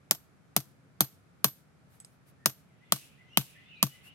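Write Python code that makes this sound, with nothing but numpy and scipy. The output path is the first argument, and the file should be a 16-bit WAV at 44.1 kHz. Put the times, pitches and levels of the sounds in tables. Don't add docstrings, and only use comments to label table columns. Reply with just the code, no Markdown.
import sys
import numpy as np
from scipy import signal
from scipy.fft import rfft, irfft, next_fast_len
from scipy.io import wavfile
from scipy.ndimage import uniform_filter1d

SR = 44100
rng = np.random.default_rng(int(sys.argv[2]) if len(sys.argv) > 2 else 0)


def dump_mix(stems):
    frames = np.atleast_2d(stems).T
    limited = np.clip(frames, -1, 1)
    pcm = np.round(limited * 32767).astype(np.int16)
    wavfile.write(sys.argv[1], SR, pcm)


N = 182733
TIME = np.arange(N) / SR

# (frequency [Hz], level per Hz [dB])
AIR_COLOUR = [(18, -73.5), (30, -38), (66, -12.5), (153, -3), (245, -14), (273, -10), (303, -17),
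              (801, -23), (1010, -26.5), (1350, -23), (1910, -29), (2350, -30), (2830, -36), (12000, -44.5),
              (16000, -56)]
# (time [s], level [dB])
CHORUS_LEVEL = [(0, -98), (2.6, -87), (3.0, -65), (3.25, -71.5), (3.5, -63.5), (4.14, -66)]
# (frequency [Hz], level per Hz [dB])
CHORUS_COLOUR = [(1200, -22.5), (2200, 1), (2800, 4.5), (4200, -10), (6500, -22), (12000, -34)]
# (time [s], thud [dB], steel ring [dB], wash from the trees [dB], strongest clang [Hz])
BLOWS = [(0.1103, -20, -5.5, -8.5, 7600), (0.5647, -5.5, -7.5, -6, 11240), (1.0069, -3.5, 2, -3, 12530),
         (1.444, -5, 3.5, -2, 12270), (2.4589, -8.5, 1, -4, 6220), (2.9223, -8.5, -5.5, 6, 8500),
         (3.3728, -1, -1.5, 4.5, 3120), (3.828, 0.3, -5.5, 1.5, 6300)]
# (frequency [Hz], level per Hz [dB])
CRACK_COLOUR = [(100, -41.5), (400, -16), (1300, -4), (1700, -3.5), (2200, -4.5), (3000, 5.5), (4200, 2.5),
                (5900, 0), (6900, -2), (8600, 2), (9700, 3), (12500, 3.5), (14300, -4), (15600, 3)]
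# (frequency [Hz], level [dB], fall time [s])
WALL_TONES = [(563, -31.5, 0.027), (680.3, -24.5, 0.025)]
# (frequency [Hz], level [dB], fall time [s])
KNOCK_TONES = [(945, -26, 0.017), (1156, -21.5, 0.018), (1345, -21.5, 0.011), (1530, -50.5, 0.12)]
# (frequency [Hz], level [dB], fall time [s])
SHUDDER_TONES = [(198, -31.5, .099), (302.6, -30, .092), (434, -36, 0.054)]
# (frequency [Hz], level [dB], fall time [s])
STEEL_OVERTONES = [(2740, -42, 0.055), (3220, -39.5, .06), (3800, -39.5, 0.039), (6100, -34.5, 0.055),
                   (6400, -36, .06), (8200, -41.5, 0.085), (11900, -32, 0.066), (13000, -30, 0.055),
                   (14800, -44.5, .06), (15570, -40, .06)]
# (delay [s], level [dB])
ECHOES = [(.0080, -23), (.0390, -30), (0.0433, -33.5)]
# (frequency [Hz], level per Hz [dB])
SCATTER_COLOUR = [(80, -30.5), (300, 0.5), (1400, -2), (2100, -6), (3200, -2), (4700, -0.5), (6300, 0),
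                  (7600, -5), (11700, -1.5), (15000, -6)]
# (frequency [Hz], level per Hz [dB])
WASH_COLOUR = [(300, -11.5), (1200, -12), (3000, 0.5), (7000, 0), (11000, 1.5), (16000, -9.5)]
# (frequency [Hz], left minus right [dB])
PORT_BALANCE = [(400, 0), (1200, -1.5), (2400, 0), (3500, 7), (4700, 3.5), (6400, -7), (8500, 3),
                (10700, -7), (12100, 2), (13500, -4), (15300, 3)]
# (time [s], length [s], level [dB])
RUBS = [(1.869, .15, -67.5), (2.063, .13, -74), (2.244, .09, -66), (4.015, .1, -58.5)]
# (frequency [Hz], level per Hz [dB])
RUB_COLOUR = [(2000, 0), (7000, -6), (11500, 2), (16000, -10)]
# (time [s], level [dB], frequency [Hz], fall time [s])
CLINKS = [(2.0018, -45.5, 7930, 0.074), (2.0477, -44, 5170, 0.011)]
# (frequency [Hz], level [dB], fall time [s])
SLEEVE_OVERTONES = [(6480, -18, 0.076), (8150, 2, 0.02), (10600, -17, .035), (11700, -20, .035)]
# (time [s], length [s], start [Hz], end [Hz], level [dB])
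SLURS = [(2.37, 0.1, 1770, 1830, -71), (2.684, 0.049, 2500, 1755, -72.5), (3.262, 0.14, 6400, 4800, -79),
         (3.55, 0.043, 1693, 1990, -59), (3.663, 0.18, 2817, 2214, -57), (3.748, .034, 3390, 4530, -64),
         (3.888, 0.084, 2930, 2975, -62)]
# (time into the phrase [s], length [s], start [Hz], end [Hz], level [dB])
PHRASE = [(-.004, .05, 1930, 2124, -61.5), (0.049, .09, 2054, 2100, -69), (0.118, .08, 2626, 3056, -56)]

AIR_DB = -63.5
PORT_LAG_S = .00016
SINK_PER_BLOW = .24
KNOCK_DB, KNOCK_SEATED_DB = -3.5, 11
BARK_HZ, BARK_DB, BARK_SEATED_DB = 3000, -4, 7
CLANG_DB, CLANG_WIDTH_HZ = 6, 900
THUD_DB, RING_DB = -18, -2.5
SHUDDER_FOLLOWS_THUD = 0.44
SCATTER_FOLLOWS_RING = .25
STEEL_HZ = 11962
CHIRPS_PER_S, CHIRP_S, CHIRP_HZ, CHIRP_OVER_CHORUS_DB = 7.5, .05, 2800, -2.5
CHIRP_SPREAD_OCT, CHIRP_GLIDE_OCT = 0.19, 0.11
SONG_START_S, SONG_PERIOD_S, SONG_SOFT_START_DB = 2.808, .371, -4.5
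BIRD_WAVER = .018
WOOD_T60_S, WOOD_DB = .4, 3.5
CUTOFF_HZ = 17150


def from_db(db):
    return 10 ** (np.asarray(db) / 20)


def rms_one(x):
    return x / np.sqrt(np.mean(x ** 2) + 1e-20)


def at_hz(points, hz):
    points = np.array(points)
    return np.interp(np.log(hz), np.log(points[:, 0]), points[:, 1])


def add(track, s, sound):
    start = round(s * SR)
    track[:, start:start + sound.shape[-1]] += sound[..., :N - start]


def filtered(x, order, hz, kind="low"):
    return signal.sosfilt(signal.butter(order, hz, kind, fs=SR, output="sos"), x)


def delayed(x, s):
    index = np.arange(len(x))
    return np.interp(index - s * SR, index, x, left=0)


def two_ports(x, lag_s, pan_db):
    left = x * from_db(pan_db / 2)
    right = delayed(x, lag_s) * from_db(-pan_db / 2)
    return np.array([left, right])


def noise(colour, size):
    hz = np.fft.rfftfreq(size, 1 / SR) + 1
    spectrum = rfft(rng.standard_normal((2, size)))
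    return rms_one(irfft(spectrum * from_db(at_hz(colour, hz)), size))


def ring(modes, t, alternate=False):
    sign = -1 if alternate else 1
    total = np.zeros(len(t))
    for k, (hz, db, t60) in enumerate(modes):
        fading = from_db(db + rng.standard_normal() - 60 * t / t60)
        total += sign ** k * fading * np.sin(2 * np.pi * hz * t)
    return total


def grainy(size, depth_db):
    bumps = rms_one(uniform_filter1d(rng.standard_normal(size), size=60))
    return rms_one(from_db(depth_db * bumps))


def air():
    mid, side = filtered(noise(AIR_COLOUR, N), 4, 13000)
    side = side - 0.37 * filtered(side, 1, 900)
    drift = uniform_filter1d(rng.standard_normal(N), size=5000)
    swell = rms_one(uniform_filter1d(drift, size=3000, mode="wrap"))
    return from_db(AIR_DB + 0.38 * swell) * np.array([mid + side, mid - side])


def chorus():
    level_db = np.interp(TIME, *np.transpose(CHORUS_LEVEL))
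    return from_db(level_db) * noise(CHORUS_COLOUR, N)


def hammer():
    direct, around, t = np.zeros((2, N)), np.zeros((2, N)), TIME[:SR // 2]
    for k, (s, thud_db, ring_db, wash_db, clang_hz) in enumerate(BLOWS):
        seated = 1 - (1 - SINK_PER_BLOW) ** k
        colour = clang_colour(clang_hz, seated)
        hit = two_ports(knock(t, seated), lag_s=0.000084, pan_db=0)
        add(hit, 0, strike(colour, near_db=9.3, apart_db=2.5))
        add(direct, s, hit)
        add(direct, s, from_db(THUD_DB + thud_db) * two_ports(thud(t), lag_s=0.00025, pan_db=5.5))
        shudder = two_ports(ring(SHUDDER_TONES, t, alternate=True), lag_s=0.00022, pan_db=4)
        add(direct, s, from_db(SHUDDER_FOLLOWS_THUD * thud_db) * shudder)
        steel = ring([(STEEL_HZ, -30, .19)] + list(STEEL_OVERTONES), t)
        add(direct, s, from_db(RING_DB + ring_db) * two_ports(steel, PORT_LAG_S, pan_db=-4.5))
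        for delay_s, echo_db in ECHOES:
            add(around, s + delay_s, from_db(echo_db) * hit)
        add(around, s, from_db(SCATTER_FOLLOWS_RING * ring_db) * scatter(t, colour))
        add(around, s, from_db(wash_db) * wash(t))
    return port_colour(direct) + around


def clang_colour(clang_hz, seated):
    hz = np.geomspace(80, 17000, num=120)
    clang = np.exp(-((hz - clang_hz) / CLANG_WIDTH_HZ) ** 2)
    bark = np.exp(-((hz - BARK_HZ) / CLANG_WIDTH_HZ) ** 2)
    bark_db = BARK_DB + BARK_SEATED_DB * seated
    return np.column_stack([hz, CLANG_DB * clang + bark_db * bark])


def knock(t, seated):
    wall = ring(WALL_TONES, t, alternate=True)
    anchor = ring(KNOCK_TONES, t, alternate=True)
    return wall + from_db(KNOCK_DB + KNOCK_SEATED_DB * seated) * anchor


def crack(colour, contact_s, t60, size=512):
    t, hz = TIME[:size], np.fft.rfftfreq(size, 1 / SR) + 1
    shape = from_db(-60 * np.maximum(t - contact_s, 0) / t60)
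    gain = from_db(at_hz(CRACK_COLOUR, hz) + at_hz(colour, hz))
    spectrum = rfft(rng.standard_normal(size) * shape)
    local = np.sqrt(uniform_filter1d(np.abs(spectrum) ** 2, size=25))
    fade_out = np.minimum(1, (t[-1] - t) / t[size // 2]) ** 2
    return irfft(spectrum / local * gain, size) * fade_out


def strike(colour, near_db, apart_db):
    near = two_ports(crack(colour, contact_s=.0006, t60=.0032), PORT_LAG_S, pan_db=0)
    apart = np.array([crack(colour, contact_s=.0008, t60=.008) for side in range(2)])
    return from_db(near_db) * near + from_db(apart_db) * apart


def thud(t, start_hz=216, end_hz=134, slacken_s=.012):
    hz = end_hz + (start_hz - end_hz) * np.exp(-(t / slacken_s) ** 4)
    push = (1 - np.exp(-(t / 0.00675) ** 2)) * from_db(-60 * t / .11)
    sway = from_db(-18.5) * np.exp(-((t - .032) / 0.0043) ** 2)
    wave = -(push + sway) * np.cos(2 * np.pi * np.cumsum(hz) / SR)
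    return filtered(wave, 1, 95, "high")


def scatter(t, colour):
    rise = 1 - np.exp(-t / .0012)
    fall = from_db(-21 - 60 * t / 0.043) + from_db(-35.5 - 60 * t / .16)
    tint = [(hz, at_hz(SCATTER_COLOUR, hz) + .4 * db) for hz, db in colour]
    shared = two_ports(noise(tint, len(t))[0], lag_s=.0001, pan_db=4.5)
    separate = noise(tint, len(t))
    return rise * fall * grainy(len(t), depth_db=1.7) * 0.76 * (shared + separate)


def wash(t, trees_s=0.13):
    tail = from_db(-48.5 - 60 * t / 0.42) * (1 - np.exp(-(t / 0.015) ** 2))
    edge = from_db(-68.5) * np.exp(-((t - trees_s) / 0.037) ** 2)
    return np.hypot(tail, edge) * grainy(len(t), depth_db=1.5) * noise(WASH_COLOUR, len(t))


def port_colour(x):
    size = next_fast_len(N)
    balance_db = at_hz(PORT_BALANCE, np.fft.rfftfreq(size, 1 / SR) + 1)
    gain = from_db(np.array([balance_db, -balance_db]) / 2)
    gain = gain / np.sqrt(np.mean(gain ** 2, axis=0))
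    return irfft(rfft(x, size) * gain, size)[:, :N]


def rubs():
    out = np.zeros((2, N))
    for s, length_s, db in RUBS:
        size = round(length_s * SR)
        swell = np.sin(np.linspace(0, np.pi, size)) ** 2
        add(out, s, from_db(db) * swell * noise(RUB_COLOUR, size))
    return out


def clinks():
    out, t = np.zeros((2, N)), TIME[:SR // 5]
    for s, db, hz, t60 in CLINKS:
        tone = ring([(hz, 0, t60)] + list(SLEEVE_OVERTONES), t)
        fall = from_db(-9.5 - 60 * t / 0.016) + from_db(-19 - 60 * t / 0.23)
        tick = fall * noise([(2000, -3), (5000, -4), (11000, 2.5), (16000, -21.5)], len(t))
        add(out, s, from_db(db) * (two_ports(tone, PORT_LAG_S, pan_db=-4) + tick))
    return out


def birds():
    dry_notes, t = np.zeros((2, N)), TIME[:SR // 2]
    for s, *note in chirps() + list(SLURS) + song():
        add(dry_notes, s, whistle(*note))
    wood = rng.standard_normal((2, len(t))) * from_db(-60 * t / WOOD_T60_S)
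    wood = wood / np.sqrt(np.sum(wood[0] ** 2))
    smeared = signal.fftconvolve(dry_notes, wood, axes=1)[:, :N]
    return dry_notes + from_db(WOOD_DB) * smeared


def whistle(length_s, start_hz, end_hz, db):
    u = np.linspace(0, 1, round(length_s * SR))
    wander = rms_one(uniform_filter1d(rng.standard_normal(SR // 2), size=200))[:len(u)]
    hz = (start_hz + (end_hz - start_hz) * u) * (1 + BIRD_WAVER * wander)
    phase = 2 * np.pi * np.cumsum(hz) / SR
    return from_db(db) * np.sin(np.pi * u) * np.sin(phase)


def chirps(count=16):
    before_end_s = (np.arange(count) + rng.uniform(0.55, 1, count)) / CHIRPS_PER_S
    s = TIME[-1] - before_end_s
    pitch, glide = rng.standard_normal((count, 2)).T
    start_hz = CHIRP_HZ * 2 ** (CHIRP_SPREAD_OCT * pitch)
    end_hz = start_hz * 2 ** (CHIRP_GLIDE_OCT * glide)
    db = np.interp(s, *np.transpose(CHORUS_LEVEL)) + CHIRP_OVER_CHORUS_DB
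    rows = zip(s, np.full(count, CHIRP_S), start_hz, end_hz, db)
    return [row for row in rows if row[0] > 0]


def song(count=4):
    rows = []
    for k in range(count):
        phrase_s = SONG_START_S + k * SONG_PERIOD_S
        phrase_db = SONG_SOFT_START_DB if k == 0 else 0
        for offset_s, length_s, start_hz, end_hz, db in PHRASE:
            rows.append((phrase_s + offset_s, length_s, start_hz, end_hz, db + phrase_db))
    return rows


def scene():
    close = filtered(hammer(), 2, 58, "high")
    return air() + chorus() + close + rubs() + clinks() + birds()


def record(dry):
    top = .76
    clipped = dry / (1 + (dry / top) ** 4) ** .25
    clipped = filtered(clipped, 2, 32, "high")
    return signal.sosfilt(signal.cheby2(14, 70, CUTOFF_HZ, fs=SR, output="sos"), clipped)


dry = scene()
out = record(dry)
dump_mix(out)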